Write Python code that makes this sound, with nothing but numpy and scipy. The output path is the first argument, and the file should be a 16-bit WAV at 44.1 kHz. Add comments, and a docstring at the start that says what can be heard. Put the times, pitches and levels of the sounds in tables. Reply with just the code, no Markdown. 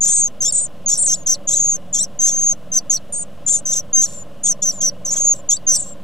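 """From the first instant nestlings beg in a wooden nest box, right under a stereo microphone.
Each loud call is two whistles from the two sides of the syrinx: they beat, split apart and break into a rasp.
A higher chick soon trills with a swinging upper voice, and the parent shifts with a grainy noise rustle.
After a second a weak chick adds thin, airy peeps; the calls and rustles return to the end.
All along, something like an idling engine hums and throbs outside, over low rumble and faint hiss."""
import sys
import numpy as np
from scipy import signal
from scipy.fft import rfft, irfft, next_fast_len
from scipy.io import wavfile
from scipy.ndimage import uniform_filter1d, minimum_filter1d, map_coordinates

SR = 44100
rng = np.random.default_rng(int(sys.argv[2]) if len(sys.argv) > 2 else 0)


def digitize_waveform(pressure):
    """Quantize a signal to 16-bit integers and store it at the path in sys.argv[1].

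    Rows of a 2-D input are taken as channels; values are limited to [-1, 1].
    """
    field = np.atleast_2d(pressure).T
    bounded = np.clip(field, -1, 1)
    quanta = np.round(bounded * 32767).astype(np.int16)
    wavfile.write(sys.argv[1], SR, quanta)


N = 265923  # samples

# begging calls: (start [s], length [s], base pitch [Hz], pitch drift over the call [Hz], base level [dB],
#   swell over the call [dB], opening scoop [Hz], pure opening [s], base gap down to the second voice [Hz],
#   base roughness [0-1], screech after the start [s], screech half length [s], screech extra gap [Hz],
#   low closing hook [s])
BEG_CALLS = [ (0.006, 0.28, 6584, 245, -17, -2.5, 599, 0.01067, 258.2, .3, 0.066, .045, 201.8, 0),
             (0.405, 0.11, 6080, 204, -18, -3, 597, 0.01625, 292, 0.5, .055, 0.0083, 500, 0.0063),
             (0.86, 0.12, 6350, -200, -18, -4.5, 402, 0.023, 388, 0.7, .06, .028, 453, 0),
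             (1.057, 0.104, 6240, -300, -16.5, 14, 700, 0.0044, 400, 0.45, .012, 0.013, 150, 0.0031),
             (1.261, 0.099, 6100, 151.5, -16.5, 3, 397.5, .008, 402, 0.46, .013, 0.005, 392, 0.013),
             (1.472, 0.3, 6600, 98.5, -18.5, -1.5, 3, .008, 282.3, 0.29, 0.061, .06, 297.4, 0.0016),
             (1.928, 0.13, 6340, -9, -17.5, 2.5, 792, 0.01, 472, 0.5, 0.024, .008, 581, 0.0017),
             (2.19, 0.11, 6260, 145, -13.5, 8, 502.5, 0.014, 157.6, 0.4, 0.093, 0.011, 415, 0.00026),
             (2.283, 0.2547, 6510, 548, -18.5, 9.5, 3, .002, 316.7, .2, .01, 0.0255, 391, 0.0022),
             (2.717, 0.08, 6210, 502, -14.5, 13, 401.5, 0.017, 161, .3, .024, .005, 200, 0.0071),
             (2.897, 0.086, 6136, 94, -15.5, -1.5, 791, .007, 291, 0.37, 0.023, .007, 385, 0.013),
             (3.463, 0.13, 6796, 93.5, -19.5, -7, 398.5, .012, 500, 0.7, .05, 0.036, 206, 0.0021),
             (3.653, 0.16, 6180, 148.5, -20, -1, 160, .009, 230, 0.41, .097, .024, 361, 0.0013),
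             (3.930, 0.14, 6230, -150, -14, -2.5, 360.5, .022, 111, 0.14, .11, 0.018, 455, 0.0031),
             (4.433, 0.099, 6520, -300, -17, 11.5, 107, .006, 345, 0.03, .042, .018, 199, 0.00026),
             (4.619, 0.099, 6200, -200, -17, 10.5, 97.5, 0.0038, 328, 0.21, 0.01, 0.0098, 339, 0.0037),
             (4.804, 0.097, 6205, -100, -15.5, 8.5, 143, .009, 399, 0.16, .018, 0.0062, 524, 0.0032),
             (5.049, 0.070, 6020, -200, -21.5, 0.5, 401, 0.0033, 134, .25, .016, 0.0034, 200, 0.0025),
             (5.104, 0.24, 6663, 307, -17.5, 7, -4, 0.0016, 280, 0.23, 0.044, .04, 206.8, 0.0021),
             (5.489, 0.088, 6310, 503.5, -15, -6, 800.5, 0.012, 203.5, .35, .025, .008, 410, .009),
             (5.667, 0.11, 6150, -250, -13.5, 1.5, 394, .008, 333, 0.14, .088, .012, 150, 0.0061), ]
# trilled calls: (start [s], length [s], base pitch [Hz], pitch drift [Hz], base level [dB], swell [dB],
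#   base gap down to the second voice [Hz], base roughness [0-1], slow swings [per s])
TRILL_CALLS = [ (0.075, 0.15, 8330, -300, -12, -4, 1367, 0.48, 7.1),
               (0.522, 0.15, 8190, -100, -16, -8, 1166, 0.23, 8.8),
               (0.974, 0.12, 8370, -150, -15.5, -1.5, 1160, 0.32, 26),
               (3.123, 0.12, 8600, 97.5, -21.5, -3.5, 1736, 0.01, 14.4),
               (3.477, 0.13, 8800, -200, -23.5, -7, 1834, .6, 11),
               (4.435, 0.1, 8570, 297, -22.5, -11, 1820, 0.3, 15.2),
               (5.711, 0.13, 8200, -1300, -23.5, 4.5, 743, 1, 8.6), ]
# thin single-voiced peeps: (start [s], length [s], base pitch [Hz], pitch drift [Hz], base level [dB],
#   swell [dB], roughness at the start [0-1])
PEEP_CALLS = [ (1.157, 0.082, 6940, -550, -41, -7, 0.3), (4.058, 0.174, 7250, -3.5, -38, 4.5, 0.7),
              (4.71, 0.09, 7180, -500, -36.5, 5.5, 0.5), (5.345, 0.066, 7530, -400, -44, 0.5, 0.8),
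              (5.838, 0.098, 7590, 101.5, -37, 0.5, 0.4), ]
# forced hard, the two voices are pulled wide apart:
#   (widest at [s], build-up [s], extra gap [Hz], change of level [dB])
VOICE_SPLITS = [(0.508, 0.039, 1990, 2), (1.158, 0.017, 2400, -11.5), (1.548, .016, 992, 0),
                (2.028, 0.035, 1936, -3), (3.738, .007, 615, 7), (5.565, 0.028, 1900, -8)]
# air rushing through the open beak: (frequency [Hz], relative density [dB per Hz])
BEAK_AIR = [(1200, -15), (2600, -13), (3300, -5.5), (4200, -4.5), (5000, -8.5), (5700, 3.5), (6700, 4),
            (7900, 7.5), (8800, -5.5), (9700, -2.5), (10600, -11.5), (12300, -11.5), (13400, -49),
            (14600, -67)]
# how the box colours the loud chicks on the way to the microphone: (frequency [Hz], gain [dB])
BOX_COLOUR = [(4500, -4.5), (5050, -3), (5650, -1.5), (7100, 2.5), (7400, 0.5), (7700, 3), (13300, -13),
              (14400, -23.5)]
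# the loud chicks turn their heads: (time [s], left minus right [dB])
HEAD_TURNS = [(4.2, 1.5), (5.399, 0)]
# the box walls give each capsule its own pattern of standing waves:
# (frequency [Hz], left minus right [dB])
CAPSULE_BALANCE = [(2800, -2.5), (3800, -0.6), (4400, -0.5), (5300, 0), (5780, -5.5), (6100, 1),
                   (6750, 0.5), (7600, 4), (8700, -0.5), (11000, 3), (11800, -6), (12900, 0.5)]
# (frequency [Hz], lead of the left capsule [radians])
CAPSULE_LEAD = [(2000, -11), (3300, -1.62), (5000, 1.1), (5850, .5), (6250, 1.31), (7200, 0.87),
                (8600, 1.15), (10600, 1.27), (12000, 0.2), (13200, 2.4), (14000, 1.5)]
# the parent shifts: (time [s], half length [s], level [dB])
PARENT_SHIFTS = [(0.119, 0.084, -45), (3.495, 0.038, -47.5), (5.165, 0.056, -46.5)]
# engine tones and a faint whine: (frequency [Hz], relative level [dB])
ENGINE_TONES = [(45, -65.5), (90, -56), (134.6, -51), (177, -50.5), (195, -51.5), (299, -56), (490, -54.5),
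                (568, -56), (2900, -69)]
# resonances that the engine's puffs ring: (frequency [Hz], width [Hz], relative level [dB])
THROB_RESONANCES = [(495, 13, -39.5), (568.2, 23, 12.5), (655, 80, -42.5), (1047, 23.3, 4)]
# rise and fall of the engine: (time [s], relative hum level [dB], relative throb level [dB])
ENGINE_LEVELS = [(0.3, -46, -49.5), (1.59, -42, -45.5), (2.51, -45.5, -50), (5.46, -42.5, -43.5),
                 (5.52, -47.5, -51), (5.7, -42.5, -45)]
# outdoor background: (frequency [Hz], relative density [dB per Hz])
OUTDOOR_SPECTRUM = [(25, -8), (60, -8.5), (130, -3), (200, -1.5), (370, -15), (650, -7), (900, -20),
                    (1250, -20), (2300, -29), (2900, -23.5), (4500, -33.5), (8000, -35.5), (12500, -40.5),
                    (15500, -43)]
# how alike left and right are outdoors: (frequency [Hz], likeness [0-1])
OUTDOOR_LIKENESS = [(25, 0.68), (60, 0.91), (150, .97), (400, .95), (600, .97), (1200, .95), (3000, 0.9),
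                    (6000, .75), (12000, .5)]

ATTACK_S = 0.0025  # a voice starts and stops within this time
SCOOP_S = .012  # a begging call slides from its scoop to its pitch
OPENING_DB = -2.5  # it opens as one pure, softer whistle, before the second voice comes in
FALL_HZ, FALL_S = 844, 0.012  # the pitch falls as the air runs out
RELEASE_DB, RELEASE_S = 19.5, 0.0081  # and so does the level
# a screech: roughness, loss of level, share of its gap that lifts the upper voice
SCREECH_ROUGH, SCREECH_DIP_DB, SCREECH_LIFT = 1, 1, 0.83
# some begging calls end by snapping to a low register, which fades down to HOOK_DB
HOOK_HZ, HOOK_DB, HOOK_FADE_DB_PER_S = 4495, -29.5, 501.5
# a split: share taken by the upper voice, time held at the widest, gap scale over which the voices clear
SPLIT_LIFT, SPLIT_HOLD_S, SPLIT_CLEAR_HZ = 0.96, .003, 1700
# uneven breath pressure: a push is higher, louder and cleaner (sizes per unit of push)
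WARBLE_RATE, WARBLE_HZ, WARBLE_DB, WARBLE_ROUGH = 75, 109.5, 2.08, 0.27
# the two voices drift against each other: share of their gap, random turns a second
GAP_WAVER, GAP_WAVER_RATE = .22, 70
DOUBLING_THRESHOLD, DOUBLING_FITS = 1.236, .25  # strain where the period doubles, and its random swing
AIR_PULSING = 0.3  # share of the rushing air that pulses with the beats of the voices
# a trill: slow swing and the lower voice's share of it, weaker ends, closing fall
SWING_HZ, SWING_LOWER, TRILL_ARCH_DB, TRILL_FALL_HZ = 337, .5, 1, 1305
# it starts weaker and rougher, and roughens at the bottom of each swing
TRILL_ONSET_S, TRILL_ONSET_DB, TRILL_STRAIN = .018, -3.5, .35
# a peep is lower and weaker at both ends, and loses this share of its roughness
PEEP_ARCH_HZ, PEEP_ARCH_DB, PEEP_CLEARS = 300, 0.5, 1
TOP_HZ = 15800  # nothing is kept from here up


def amp(db):
    """Decibels to gain."""
    return 10 ** (np.asarray(db) / 20)


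def unit(x):
    """Scale to rms 1."""
    return x / np.sqrt(np.mean(np.abs(x) ** 2) + 1e-20)


def along(points, hz):
    """Read (frequency [Hz], value) points on a log axis."""
    f, v = np.transpose(points)
    return np.interp(np.log(hz + 1), np.log(f + 1), v)


def wobble(rate, size):
    """A smooth random curve, rate knots a second."""
    knots = rng.standard_normal(int(size * rate / SR) + 4)
    return map_coordinates(knots, [1 + np.arange(size) * rate / SR])


def filtered(x, response):
    """x times a complex response of frequency."""
    n = x.shape[-1]
    m = next_fast_len(n + 8192)
    spectrum = rfft(x, m) * response(np.fft.rfftfreq(m, 1 / SR))
    return irfft(spectrum, m)[..., :n]


def turns(hz):
    """Running phase, in radians, of a moving frequency."""
    return 2 * np.pi * np.cumsum(hz) / SR


def span(start, length):
    """For each sample of a call: seconds since its start, seconds left, and its place from -1/2 to 1/2."""
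    age = np.arange(round(length * SR)) / SR
    return age, length - age, age / length - .5


def whistle(hz, rough, jitter_hz=240, chaos_rate=1100):
    """One side of the syrinx: a complex sine that flutters and, when forced, turns chaotic."""
    n = len(hz)
    jitter_rate, most_chaos = 400, .55
    phase = turns(hz + jitter_hz * rough * wobble(jitter_rate, n))
    share = most_chaos * rough ** 2
    swirl = unit(wobble(chaos_rate, n) + 1j * wobble(chaos_rate, n))
    return (np.sqrt(1 - share) + np.sqrt(share) * swirl) * np.exp(1j * phase)


def beak_air(voice):
    """Turbulent air in the open beak: shaped noise that flutters and partly pulses with the voice."""
    n = len(voice)
    hiss = filtered(rng.standard_normal(n), lambda hz: amp(along(BEAK_AIR, hz)))
    pulsing = 1 - AIR_PULSING + AIR_PULSING * np.abs(voice) ** 2
    return unit(hiss * amp(1.8 * wobble(300, n)) * pulsing)


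def call(start_s, pitch, gap, db, rough, second_db, rasp_db, overtone_db, trill_hz, trill_depth_hz,
         undertone_db=-40, lock_hz=300, split_hz=520):
    """One call, placed in time: two voices, their undertone and overtones, and rushing air."""
    n = len(pitch)
    t = np.arange(n) / SR
    rough = np.clip(rough, 0, 1)
    # the muscles quiver: pitch warbles unevenly, and at each low point the voice weakens and roughens
    quiver = np.sin(turns(trill_hz * (1 + .2 * wobble(40, n))))
    push = wobble(WARBLE_RATE, n) * np.sqrt(2 * rough)
    trill = trill_depth_hz * quiver + WARBLE_HZ * push
    gain = amp(db + 2 * quiver * np.sqrt(rough) + WARBLE_DB * push)
    rough = np.clip(rough * (1 - quiver / 4 - WARBLE_ROUGH * push), 0, 1)
    # close in pitch the two sides lock into one tone; apart, they beat
    gap = gap + GAP_WAVER * np.minimum(gap, split_hz) * wobble(GAP_WAVER_RATE, n)
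    second = amp(second_db) * np.minimum(np.abs(gap) / lock_hz, 1)
    voice = whistle(pitch + trill, rough) + second * whistle(pitch - gap + trill / 2, rough ** 2)
    # the shared airflow saturates, which sets side tones one gap above and below
    voice = unit(voice / (np.abs(voice) ** 2 + .3) ** .14)
    # pulled apart, the voices double their period in fits: a line an octave down
    strain = gap / split_hz + rough / 2
    fits = DOUBLING_FITS * wobble(WARBLE_RATE, n)
    doubling = np.clip(strain - DOUBLING_THRESHOLD + fits, 0, 1) * amp(1.5 * wobble(110, n))
    voice = voice + amp(undertone_db) * doubling * whistle(pitch / 2 + trill, rough / 2)
    # all these tones mix into a ragged band of overtones
    ragged = whistle(np.zeros(n), np.sqrt(rough))
    voice = voice + amp(overtone_db) * (rough + 1) / 2 * voice ** 2 * ragged
    rasp = amp(rasp_db) * rough * beak_air(voice)
    edges = np.clip(np.minimum(t, t[-1] - t) / ATTACK_S, 0, 1)
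    sound = (np.sqrt(2) * voice.real + rasp) * gain * edges
    return np.pad(sound, (max(round(start_s * SR), 0), N))[:N]


def split(t):
    """Extra gap [Hz] between the voices and change of level [dB]: the gap builds up, then snaps shut."""
    gap, level_db = 0, 0
    for widest_s, build_s, extra_hz, change_db in VOICE_SPLITS:
        since = t - widest_s
        opening = np.exp(-(np.minimum(since, 0) / build_s) ** 2)
        gap = gap + extra_hz * opening * (t < widest_s + SPLIT_HOLD_S)
        level_db = level_db + change_db * np.exp(-(since / build_s) ** 2)
    return gap, level_db


def beg_shape(start, length, hz, drift_hz, level_db, swell_db, scoop_hz, pure_s, gap_hz, roughness,
              screech_s, screech_half_s, screech_hz, hook_s):
    """A begging call's pitch, gap, level, roughness: pure scoop, two-voiced hold with screech, fall."""
    age, left, place = span(start, length)
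    opened = 1 - np.exp(-(age / pure_s) ** 6)
    screech = np.exp(-((age - screech_s) / screech_half_s) ** 2)
    apart, split_db = split(start + age)
    closing = np.exp(-np.maximum(left - hook_s, 0) / FALL_S)
    pitch = hz + drift_hz * place + scoop_hz * np.exp(-age / SCOOP_S) - FALL_HZ * closing
    pitch = pitch + SCREECH_LIFT * screech_hz * screech + SPLIT_LIFT * apart
    gap = opened * (1 - closing) * (gap_hz + screech_hz * screech) + apart
    rough = opened * (roughness + (SCREECH_ROUGH - roughness) * screech)
    rough = rough * np.exp(-(apart / SPLIT_CLEAR_HZ) ** 2)  # far apart, the voices clear
    db = level_db + swell_db * place + OPENING_DB * (1 - opened) - SCREECH_DIP_DB * screech + split_db
    db = db - RELEASE_DB * np.exp(-(left - hook_s / 2) / RELEASE_S)
    # a hook too short to sound is skipped
    hook = (left < hook_s) & (hook_s > ATTACK_S)
    pitch = np.where(hook, HOOK_HZ, pitch)
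    gap = np.where(hook, 0, gap)
    db = np.where(hook, HOOK_DB + HOOK_FADE_DB_PER_S * left, db)
    return pitch, gap, db, rough


def beggars():
    """The loud chicks near 6.5 kHz: paired syrinx voices from clean whistle to screech."""
    x = sum(call(row[0], *beg_shape(*row), second_db=-5.5, rasp_db=-8, overtone_db=-15.5,
                 trill_hz=51.8, trill_depth_hz=72, undertone_db=-13.5) for row in BEG_CALLS)
    x = filtered(x, lambda hz: amp(along(BOX_COLOUR, hz)))
    lean_db = np.interp(np.arange(N) / SR, *np.transpose(HEAD_TURNS))
    return x * amp(1.03 + np.array([lean_db, -lean_db]) / 2)


def trill_shape(start, length, hz, drift_hz, level_db, swell_db, gap_hz, roughness, swing_rate):
    """A trilled call: the upper voice swings over a steadier lower one, and both fall at the end."""
    age, left, place = span(start, length)
    swing = np.cos(2 * np.pi * swing_rate * age)
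    onset = np.exp(-(age / TRILL_ONSET_S) ** 4)
    closing = np.exp(-left / FALL_S)
    pitch = hz + drift_hz * place + SWING_HZ * swing - TRILL_FALL_HZ * closing
    gap = (gap_hz + (1 - SWING_LOWER) * SWING_HZ * swing) * (1 - closing / 2)
    db = level_db + swell_db * place + TRILL_ONSET_DB * onset
    db = db - TRILL_ARCH_DB * (2 * place) ** 2 - RELEASE_DB * np.exp(-left / RELEASE_S)
    return pitch, gap, db, roughness + TRILL_STRAIN * (onset + (1 - swing) / 2)


def triller(beak_hz=9700):
    """A higher chick whose upper voice warbles quickly."""
    x = sum(call(row[0], *trill_shape(*row), second_db=-5.5, rasp_db=-14.5, overtone_db=-35.5,
                 trill_hz=42.74, trill_depth_hz=250) for row in TRILL_CALLS)
    return filtered(x, lambda hz: 1 / (1 + (hz / beak_hz) ** 20))  # its beak passes little above the trill


def peep_shape(start, length, hz, drift_hz, level_db, swell_db, roughness):
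    """A peep: one voice in a shallow arch, airy at first and clearer at the end."""
    age, left, place = span(start, length)
    ends = (2 * place) ** 2
    pitch = hz + drift_hz * place - PEEP_ARCH_HZ * ends
    db = level_db + swell_db * place - PEEP_ARCH_DB * ends
    return pitch, 0, db, roughness * (1 - PEEP_CLEARS * age / length)


def peeper():
    """A weak chick with one thin, airy voice: with no gap, the second voice is silent."""
    return sum(call(row[0], *peep_shape(*row), second_db=0, rasp_db=4.5, overtone_db=-26.5,
                    trill_hz=40.0, trill_depth_hz=30) for row in PEEP_CALLS)


def placed(x):
    """The chicks sit off centre: each frequency reaches the two capsules with its own level and lead."""
    side = np.array([[1], [-1]]) / 2

    def capsules(hz):
        return amp(side * along(CAPSULE_BALANCE, hz)) * np.exp(1j * side * along(CAPSULE_LEAD, hz))
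    return filtered(x, capsules)


def box(x, t60=0.046, wet_db=-15):
    """The close wooden walls answer at once; moss and feathers soak it up (t60 in seconds)."""
    t = np.arange(SR // 20) / SR
    tail = rng.standard_normal((2, len(t))) * amp(-60 * t / t60) * (t > .0006)
    tail /= np.linalg.norm(tail, axis=1, keepdims=True)
    return x + amp(wet_db) * signal.fftconvolve(x, tail, axes=1)[:, :N]


def rustle(centre_hz=1500, grain_db=4):
    """Feathers brush the moss and the wall in short, grainy swells of band-passed noise."""
    t = np.arange(N) / SR
    swell = sum(amp(db) * np.exp(-((t - s) / half) ** 2) for s, half, db in PARENT_SHIFTS)
    grains = rng.standard_normal(N) * amp(grain_db * wobble(250, N))
    return swell * unit(filtered(grains, lambda hz: hz / (centre_hz + hz * (hz / centre_hz) ** 2)))


def engine(throb_hz=21.32, throb_db=-1, hum_db=-2.0, turbulence=0.41):
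    """Like a far engine: wavering low tones, and regular puffs ringing in a few resonances."""
    s, *columns = np.transpose(ENGINE_LEVELS)
    hum_level, throb_level = (np.interp(np.arange(N) / SR, s, c) for c in columns)
    tones = 0
    for hz, db in ENGINE_TONES:
        level = amp(db + 2.5 * wobble(4, N))
        tones = tones + level * np.sqrt(2) * np.sin(turns(hz * (1 + .007 * wobble(9, N))))
    # each cycle gives one knock and a burst of turbulent noise around it
    cycle = turns(throb_hz * (1 + 0.004 * wobble(3, N)))
    knocks = np.diff(np.floor(cycle / (2 * np.pi)), prepend=0)
    bursts = np.exp(1.5 * np.cos(cycle)) * rng.standard_normal(N)
    puffs = unit(knocks) + turbulence * unit(bursts)

    def body(f):
        ringing = sum(amp(db) * 1j * f * width / (centre * centre - f * f + 1j * f * width)
                      for centre, width, db in THROB_RESONANCES)
        return ringing / (1 + (f / 1300) ** 4)
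    hum = amp(hum_db + hum_level - hum_level.mean()) * tones
    return hum + amp(throb_level + throb_db) * unit(filtered(puffs, body))


def outdoors(level_db=-43):
    """Steady low rumble and faint hiss: nearly mono from about 60 to 1200 Hz, wider below and in the treble."""
    def mid_side(hz):
        angle = np.arccos(np.clip(along(OUTDOOR_LIKENESS, hz), -1, 1)) / 2
        return amp(along(OUTDOOR_SPECTRUM, hz)) * [np.cos(angle), np.sin(angle)]
    mid, side = filtered(rng.standard_normal((2, N)), mid_side)
    return amp(level_db) * unit(np.array([mid + side, mid - side]))


def scene():
    """The brood and its parent in the box, over the sounds from outside."""
    chicks = beggars() + triller() + peeper()
    return box(placed(chicks)) + rustle() + engine() + outdoors()


def record(dry, ceiling=0.55, offset=0.031):
    """Limit the peaks with one smoothed gain for both sides, cut the top and sit a little off zero."""
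    size = SR // 500
    needed = np.minimum(1, ceiling / (np.abs(dry).max(axis=0) + 1e-9))
    gain = uniform_filter1d(minimum_filter1d(needed, 2 * size), size)
    return filtered(dry * gain, lambda hz: hz < TOP_HZ) + offset


dry = scene()
out = record(dry)
digitize_waveform(out)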